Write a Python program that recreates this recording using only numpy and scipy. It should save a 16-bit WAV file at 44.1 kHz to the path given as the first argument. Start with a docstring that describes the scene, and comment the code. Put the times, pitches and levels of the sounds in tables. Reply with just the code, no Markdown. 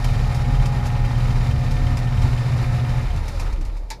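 """A heavy roof rolls open on its track above a small wooden shed.
Its rollers grind, tick and squeal, and its weight makes the walls rumble.
The motor hums, its gears drone and whine, and the drive teeth clatter as they meet.
After three seconds the motor cuts out, the roof coasts to rest, and a relay (an electric switch) snaps."""
import sys
import numpy as np
from scipy import signal
from scipy.fft import rfft, irfft
from scipy.io import wavfile
from scipy.ndimage import uniform_filter1d

SR = 44100
rng = np.random.default_rng(int(sys.argv[2]) if len(sys.argv) > 2 else 0)


def to_wav(s):
    """Save 16-bit WAV."""
    ch = np.atleast_2d(s).T  # columns
    pcm = np.round(np.clip(ch, -1, 1) * 32767)  # PCM
    wavfile.write(sys.argv[1], SR, pcm.astype(np.int16))


N = 176400
T = np.arange(N) / SR

# Levels are relative. A COLOUR table says how strong the low and high parts of a sound are.
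# still air: f/Hz, level/dB
AIR_COLOUR = [(30, 0), (120, -10.5), (300, -10), (550, -9.5), (900, -14), (2000, -40), (6000, -47),
              (15000, -48)]
# the shed's deepest shaking: t/s, level/dB
SWAY_LEVEL = [(0.0, -27), (0.05, -18), (0.42, -26), (0.6, -14.5), (0.82, -33), (1.06, -17.5), (1.1, -24),
              (1.41, -17.5), (1.48, -31), (1.82, -18.5), (2.09, -27), (2.25, -22), (2.55, -35), (2.65, -21),
              (2.78, -32), (3.1, -19.5), (3.28, -27), (3.48, -19.5), (3.82, -25), (4.0, -39)]
# its boom, about an octave higher: t/s, level/dB
BOOM_LEVEL = [(0.0, -32), (0.12, -22.5), (1.21, -31.5), (1.31, -20), (1.35, -32.5), (1.56, -18.5),
              (1.63, -30.5), (1.94, -19), (1.99, -35), (2.25, -17), (2.42, -37), (2.45, -25), (3.1, -30),
              (3.15, -19.5), (3.33, -34), (3.39, -27.5), (3.97, -53), (4.0, -49)]

# the relay's first crack: f/Hz, level/dB
CRACK_COLOUR = [(1500, -14), (2500, -2), (3300, -8), (5000, -1), (7200, 3), (8700, -9), (15000, -17)]
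# its wash of sound in the room: f/Hz, level/dB
WASH_COLOUR = [(300, -8), (700, -6), (900, 0), (1200, -9), (1500, -6), (1900, 0), (2400, 0), (3100, -11),
               (3700, 0), (5200, 0), (7000, -9), (9000, -18), (15000, -30)]
# the treble of that wash: f/Hz, level/dB
SIZZLE_COLOUR = [(5500, -6), (6800, 0), (8500, -4), (10800, -2), (15000, -13)]
# the notes of its case: f/Hz, level/dB, time to fade by 60 dB/s
RELAY_NOTES = [(883, -26, 0.11), (943, -31, 0.13), (1690, -38, 0.11), (2280, -35, 0.1), (3914, -45, 0.12),
               (5152, -48, 0.1)]

# speed of the drive: t/s, speed/(teeth per second)
DRIVE_SPEED = [(0, 19.55), (.22, 19.68), (.72, 19.78), (.97, 19.87), (1.22, 19.68), (1.47, 19.52),
               (1.97, 19.54), (2.72, 19.3), (3.02, 19.1), (3.11, 17.4), (3.35, 13.35), (3.61, 7.7),
               (3.95, .3)]
# motor hum: multiple of the mains frequency, level/dB
HUM_NOTES = [(2, -23), (4, -40), (8, -55), (10, -55), (12, -45)]
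# gear drone: multiple of its main pitch, level/dB
DRONE_NOTES = [(1, -28), (4 / 3, -41.5), (4, -47.5)]
# gear whine: multiple of the drone's main pitch, level/dB
WHINE_NOTES = [(6, -1), (9, -9.5)]
# rise and fall of the whine: t/s, level/dB
WHINE_LEVEL = [(0, 7.5), (.2, -3), (.33, 0.5), (.93, -0.5), (1.08, -1.5), (1.22, -4), (3.35, 2.5)]
# where the gear case rings: f/Hz, half width/Hz, level/dB
CASE_RESONANCES = [(320, 25, -44), (555, 14, -41), (725, 20, -41), (825, 6, -39), (965, 30, -43)]
# the clack of a tooth: f/Hz, level/dB
TOOTH_COLOUR = [(300, -35), (900, -1), (1300, 6), (1600, 2.5), (2300, 6), (2900, 2), (3400, 0), (3900, -6),
                (5500, -27), (9000, -25.5), (15000, -26)]
# teeth that catch hard: t/s, level/dB
CATCHES = [(.041, -33), (.143, -39), (.445, -41), (.547, -40), (.596, -38), (.650, -36), (.800, -40),
           (.848, -38), (1.048, -38), (1.149, -36), (1.201, -34), (1.302, -35.5), (1.404, -39),
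           (1.455, -40), (1.506, -35.5), (1.763, -37.5), (1.864, -32), (2.069, -40), (2.170, -39),
           (2.219, -34), (2.374, -34), (2.581, -40), (2.892, -38), (3.102, -38)]
# the clack of a hard catch: f/Hz, level/dB
CATCH_COLOUR = [(700, -9), (1600, -5), (2300, 0), (2750, -2), (3400, -10), (3900, -4), (5500, -9),
                (12000, -25)]

# hollow bumps of the rollers: t/s, level/dB
BUMPS = [(.47, -26), (1.29, -32), (1.79, -31), (1.89, -29), (2.22, -26.5), (3.39, -37), (3.48, -37),
         (3.57, -33)]
# roller squeals: t/s, length/s, f/Hz, level/dB
SQUEALS = [(.26, .07, 860, -42), (2.19, .09, 865, -44), (2.915, .06, 866, -39)]
# roller ticks: t/s, level/dB, rise time/s, time to fade by 60 dB/s
TICKS = [(.043, -29, .001, .1), (.345, -33, .001, .14), (.657, -31, .001, .09), (.854, -29, .006, .12),
         (1.048, -40, .001, .1), (1.709, -34.5, .001, .14), (1.97, -31, .001, .11), (2.217, -37, .002, .15),
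         (3.161, -38, .001, .06), (3.28, -31.5, .001, .09), (3.395, -31, .002, .14),
         (3.526, -39, .001, .09), (3.61, -40, .001, .08), (3.649, -41, .001, .12), (3.765, -45, .002, .15)]
# the sound of a tick: f/Hz, level/dB
TICK_COLOUR = [(300, 1), (900, 13), (1500, -1), (2400, 9), (3200, -5), (3800, 0), (5200, 3), (7000, -1.5),
               (8500, -7), (10500, -7), (15000, -17)]
# where the track rings: f/Hz, width/Hz, level/dB
TRACK_RESONANCES = [(545, 25, -56), (870, 40, -54), (960, 50, -54), (1245, 70, -50.5), (1830, 55, -54),
                    (2130, 80, -56), (2390, 160, -54), (3135, 70, -61)]
# the rollers' low rumble: f/Hz, level/dB
RUMBLE_COLOUR = [(15, -16), (24, 4.5), (55, -0.5), (100, 4), (150, -1), (200, -11), (265, -11.5),
                 (330, -20.5), (480, -35.5)]
# their grinding: f/Hz, level/dB
GRIND_COLOUR = [(200, -12), (320, 0.5), (450, 0.5), (680, -2), (900, 1.5), (1120, -3), (1340, -1.5),
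                (1480, -6.5), (2000, -6.5), (2400, -8.5), (2950, -12.5), (3400, -25), (5000, -40)]
# their high hiss: f/Hz, level/dB
HISS_COLOUR = [(2000, -42), (3300, -12), (3600, 0.5), (4200, -3), (5000, -3), (6300, -10), (7200, -9),
               (8200, -16.5), (9050, -12.5), (9400, -19.5), (9850, -14), (10700, -16.5), (12500, -21),
               (15500, -25.5)]
# rolling while the motor pulls: t/s, rumble level/dB, grind level/dB, hiss level/dB
DRIVEN_LEVELS = [(0.0, -37.5, -34.5, -45), (0.43, -37, -35, -47), (1.05, -32.5, -34.5, -48),
                 (1.23, -33.5, -35, -46), (2.09, -34, -35.5, -48), (2.31, -35.5, -34.5, -45.5),
                 (2.93, -32, -35, -47.5), (3.0, -41, -34.5, -46)]
# coasting to rest: t/s, rumble level/dB, grind level/dB, hiss level/dB
COASTING_LEVELS = [(3.1, -38.5, -37, -50), (3.35, -38, -40, -48.5), (3.5, -43, -38.5, -52),
                   (3.6, -40.5, -46, -57), (3.72, -47.5, -48, -58.5), (3.87, -55.5, -54, -63.5),
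                   (4, -49.5, -60, -67)]

DRONE_CYCLES_PER_TOOTH = 6.94


def from_db(db):
    """Turn decibels into a number to multiply by."""
    return 10 ** (np.asarray(db) / 20)


def unit_power(x):
    """Scale a sound so that its average power is one."""
    return x / np.sqrt(np.mean(x ** 2) + 1e-20)


def in_time(rows):
    """Join a table's points with straight lines: one curve for each column after the time."""
    times, *columns = np.transpose(rows)
    return [np.interp(T, times, column) for column in columns]


def coloured(colour, source=None):
    """Give noise, or another source, the lows and highs of a colour table."""
    hz, db = np.transpose(colour)
    f = np.maximum(np.arange(N // 2 + 1) * SR / N, 1)
    shape = from_db(np.interp(np.log(f), np.log(hz), db))
    edge_fade = np.minimum(f / hz[0], 1) ** 2 * np.minimum(hz[-1] / f, 1) ** 2
    source = rng.standard_normal(N) if source is None else source
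    return unit_power(irfft(rfft(source) * edge_fade * shape, N))


def resonance(hz, half_width_hz):
    """Random shaking close to one pitch."""
    f = np.arange(N // 2 + 1) * SR / N
    return unit_power(irfft(rfft(rng.standard_normal(N)) / (1 + ((f - hz) / half_width_hz) ** 2), N))


def drift(rate_hz):
    """A random wobble, mostly slower than the given rate."""
    return resonance(0, rate_hz)


def tone(hz):
    """A pure note that follows a pitch."""
    return np.sqrt(2) * np.sin(2 * np.pi * np.cumsum(hz + np.zeros(N)) / SR)


def hit(start, db, rise_s, fade_s):
    """The loudness of one hit: it rises quickly and dies away by 60 dB in fade_s."""
    age = np.clip(T - start, 0, 2 * fade_s)
    return (1 - np.exp(-age / rise_s)) * from_db(db - 60 * age / fade_s)


def grit(grains_per_s=2500, grain_share=0.52):
    """Tiny grains being crushed, mixed with smooth rubbing."""
    grains = (rng.random(N) < grains_per_s / SR) * rng.choice([-1, 1], N)
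    sizes = from_db(np.minimum(rng.exponential(1, N), 4))
    rubbing = rng.standard_normal(N)
    return np.sqrt(grain_share) * unit_power(grains * sizes) + np.sqrt(1 - grain_share) * rubbing


def air():
    """The faint, low hush of still air."""
    return from_db(-47) * coloured(AIR_COLOUR)


def shed_echoes(sound):
    """The wooden walls add many short echoes to a sound."""
    echoes = (rng.standard_normal(N) * hit(0.0013, 0, rise_s=0.00042, fade_s=0.074))[:N // 20]
    echoes /= np.sqrt(np.sum(echoes ** 2))
    return sound + from_db(-13.5) * signal.fftconvolve(sound, echoes)[:N]


def walls():
    """The rolling weight shakes the shed at two low pitches, which swell and sink."""
    out = 0
    for hz, half_width_hz, level in ((37.5, 5, SWAY_LEVEL), (77, 14.5, BOOM_LEVEL)):
        shake = resonance(hz, half_width_hz)
        # even out the random swells so that the table leads
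        loudness = np.sqrt(uniform_filter1d(shake ** 2, size=2800) + 0.029)
        out += from_db(in_time(level)[0]) * shake / loudness
    return out


def relay(start=3.903):
    """The switch cracks and its case rings; the sound washes round the room, treble dying first."""
    crack = hit(start, -23.5, rise_s=.0001, fade_s=.011) * coloured(CRACK_COLOUR)
    wash = hit(start, -28, rise_s=.0055, fade_s=.13) * coloured(WASH_COLOUR)
    sizzle = hit(start, -37, rise_s=.0035, fade_s=.077) * coloured(SIZZLE_COLOUR)
    ring = sum(hit(start, db, .011, fade_s) * tone(hz) for hz, db, fade_s in RELAY_NOTES)
    return crack + wash + sizzle + ring


def motor(speed, mains_hz=60, off_s=3.045, fade_s=0.016):
    """Electric hum and a slightly higher gear drone throb under a thin whine until the power is cut."""
    hum = sum(from_db(db + 1.07 * drift(2.8)) * tone(k * mains_hz) for k, db in HUM_NOTES)
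    drone_hz = DRONE_CYCLES_PER_TOOTH * speed
    drone = sum(from_db(db + 1.75 * drift(3)) * tone(k * drone_hz) for k, db in DRONE_NOTES)
    rotor_gain = from_db(-51 + 1.75 * drift(11))
    rotor_hz = 92.6 * speed + 14 * drift(40)  # the fast wobble makes the whine rough
    power_on = np.clip(1 - (T - off_s) / fade_s, 0, 1)
    return (hum + drone + rotor_gain * tone(rotor_hz)) * power_on


def gears(speed):
    """The whine falls as the gears slow, and swells at each pitch where their case rings."""
    whine = 0
    for k, level_db in WHINE_NOTES:
        pitch = k * DRONE_CYCLES_PER_TOOTH * speed
        case_gain = sum(from_db(db) / (1 + ((pitch - hz) / half_width) ** 2)
                        for hz, half_width, db in CASE_RESONANCES)
        whine += from_db(level_db + .8 * drift(5.8)) * case_gain * tone(pitch)
    return from_db(in_time(WHINE_LEVEL)[0]) * whine


def teeth(speed, effort, first_tooth_s=0.0367, release_db=-8):
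    """Each tooth clacks as it grips and more softly as it lets go; some catch hard and ping."""
    teeth_passed = np.cumsum(speed) / SR
    teeth_passed -= np.interp(first_tooth_s, T, teeth_passed)
    times = np.interp(np.arange(0, teeth_passed[-1], .5), teeth_passed, T)  # two clacks a tooth
    clack_db = rng.normal(-36, 1.5, size=200)
    clack_power = sum(hit(start, clack_db[k] + release_db * (k % 2), rise_s=.003, fade_s=.075) ** 2
                      for k, start in enumerate(times))
    catches = sum(hit(start, db, rise_s=.0041, fade_s=.06) for start, db in CATCHES)
    ping = tone(3120 + 22 * drift(91))
    clacks = effort * np.sqrt(clack_power) * coloured(TOOTH_COLOUR, grit())
    return clacks + catches * (coloured(CATCH_COLOUR) + ping)


def bumps():
    """Uneven spots in the track thump the hollow roof and thud through the walls."""
    thump = resonance(hz=262, half_width_hz=42)
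    thud = from_db(4) * resonance(hz=100, half_width_hz=28)
    return sum(hit(start, db, rise_s=.012, fade_s=.26) for start, db in BUMPS) * (thump + thud)


def squeals(wander_hz=1.4):
    """Now and then a roller sings for a moment on one wavering note."""
    out = 0
    for start, length, hz, db in SQUEALS:
        swell = np.sin(np.pi * np.clip((T - start) / length, 0, 1))
        out += from_db(db) * swell * tone(hz + wander_hz * drift(13))
    return out


def ticks():
    """The rollers make bright metal ticks on the track."""
    return sum(hit(*tick) for tick in TICKS) * coloured(TICK_COLOUR)


def rollers(rumble_db, grind_db, hiss_db, effort):
    """Under the heavy roof the rollers rumble, grind and hiss over grit, and make the track ring."""
    flutter = from_db(drift(21))
    rumble = from_db(rumble_db + 6) * coloured(RUMBLE_COLOUR)
    grind = from_db(grind_db - 2.5) * coloured(GRIND_COLOUR, grit())
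    hiss = from_db(hiss_db + 0.5) * coloured(HISS_COLOUR, grit())
    track = effort * sum(from_db(db) * resonance(hz, width / 2) for hz, width, db in TRACK_RESONANCES)
    return rumble + flutter * (grind + hiss + track)


def scene():
    """The roof and its drive, heard from inside the shed."""
    speed, = in_time(DRIVE_SPEED)
    rumble_db, grind_db, hiss_db = in_time(list(DRIVEN_LEVELS) + list(COASTING_LEVELS))
    effort = from_db(grind_db - np.median(grind_db))  # track and teeth get louder with the grinding
    rolling = rollers(rumble_db, grind_db, hiss_db, effort)
    rattle = ticks() + teeth(speed, effort)
    drive = motor(speed) + gears(speed) + relay()
    return (walls() + bumps() + rolling + shed_echoes(rattle) + squeals() + drive + air())[None]


def record(dry, cutoff_hz=15400):
    """Cut away the very highest treble."""
    return signal.sosfilt(signal.ellip(12, .1, 80, cutoff_hz, fs=SR, output="sos"), dry)


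dry = scene()
out = record(dry)
to_wav(out)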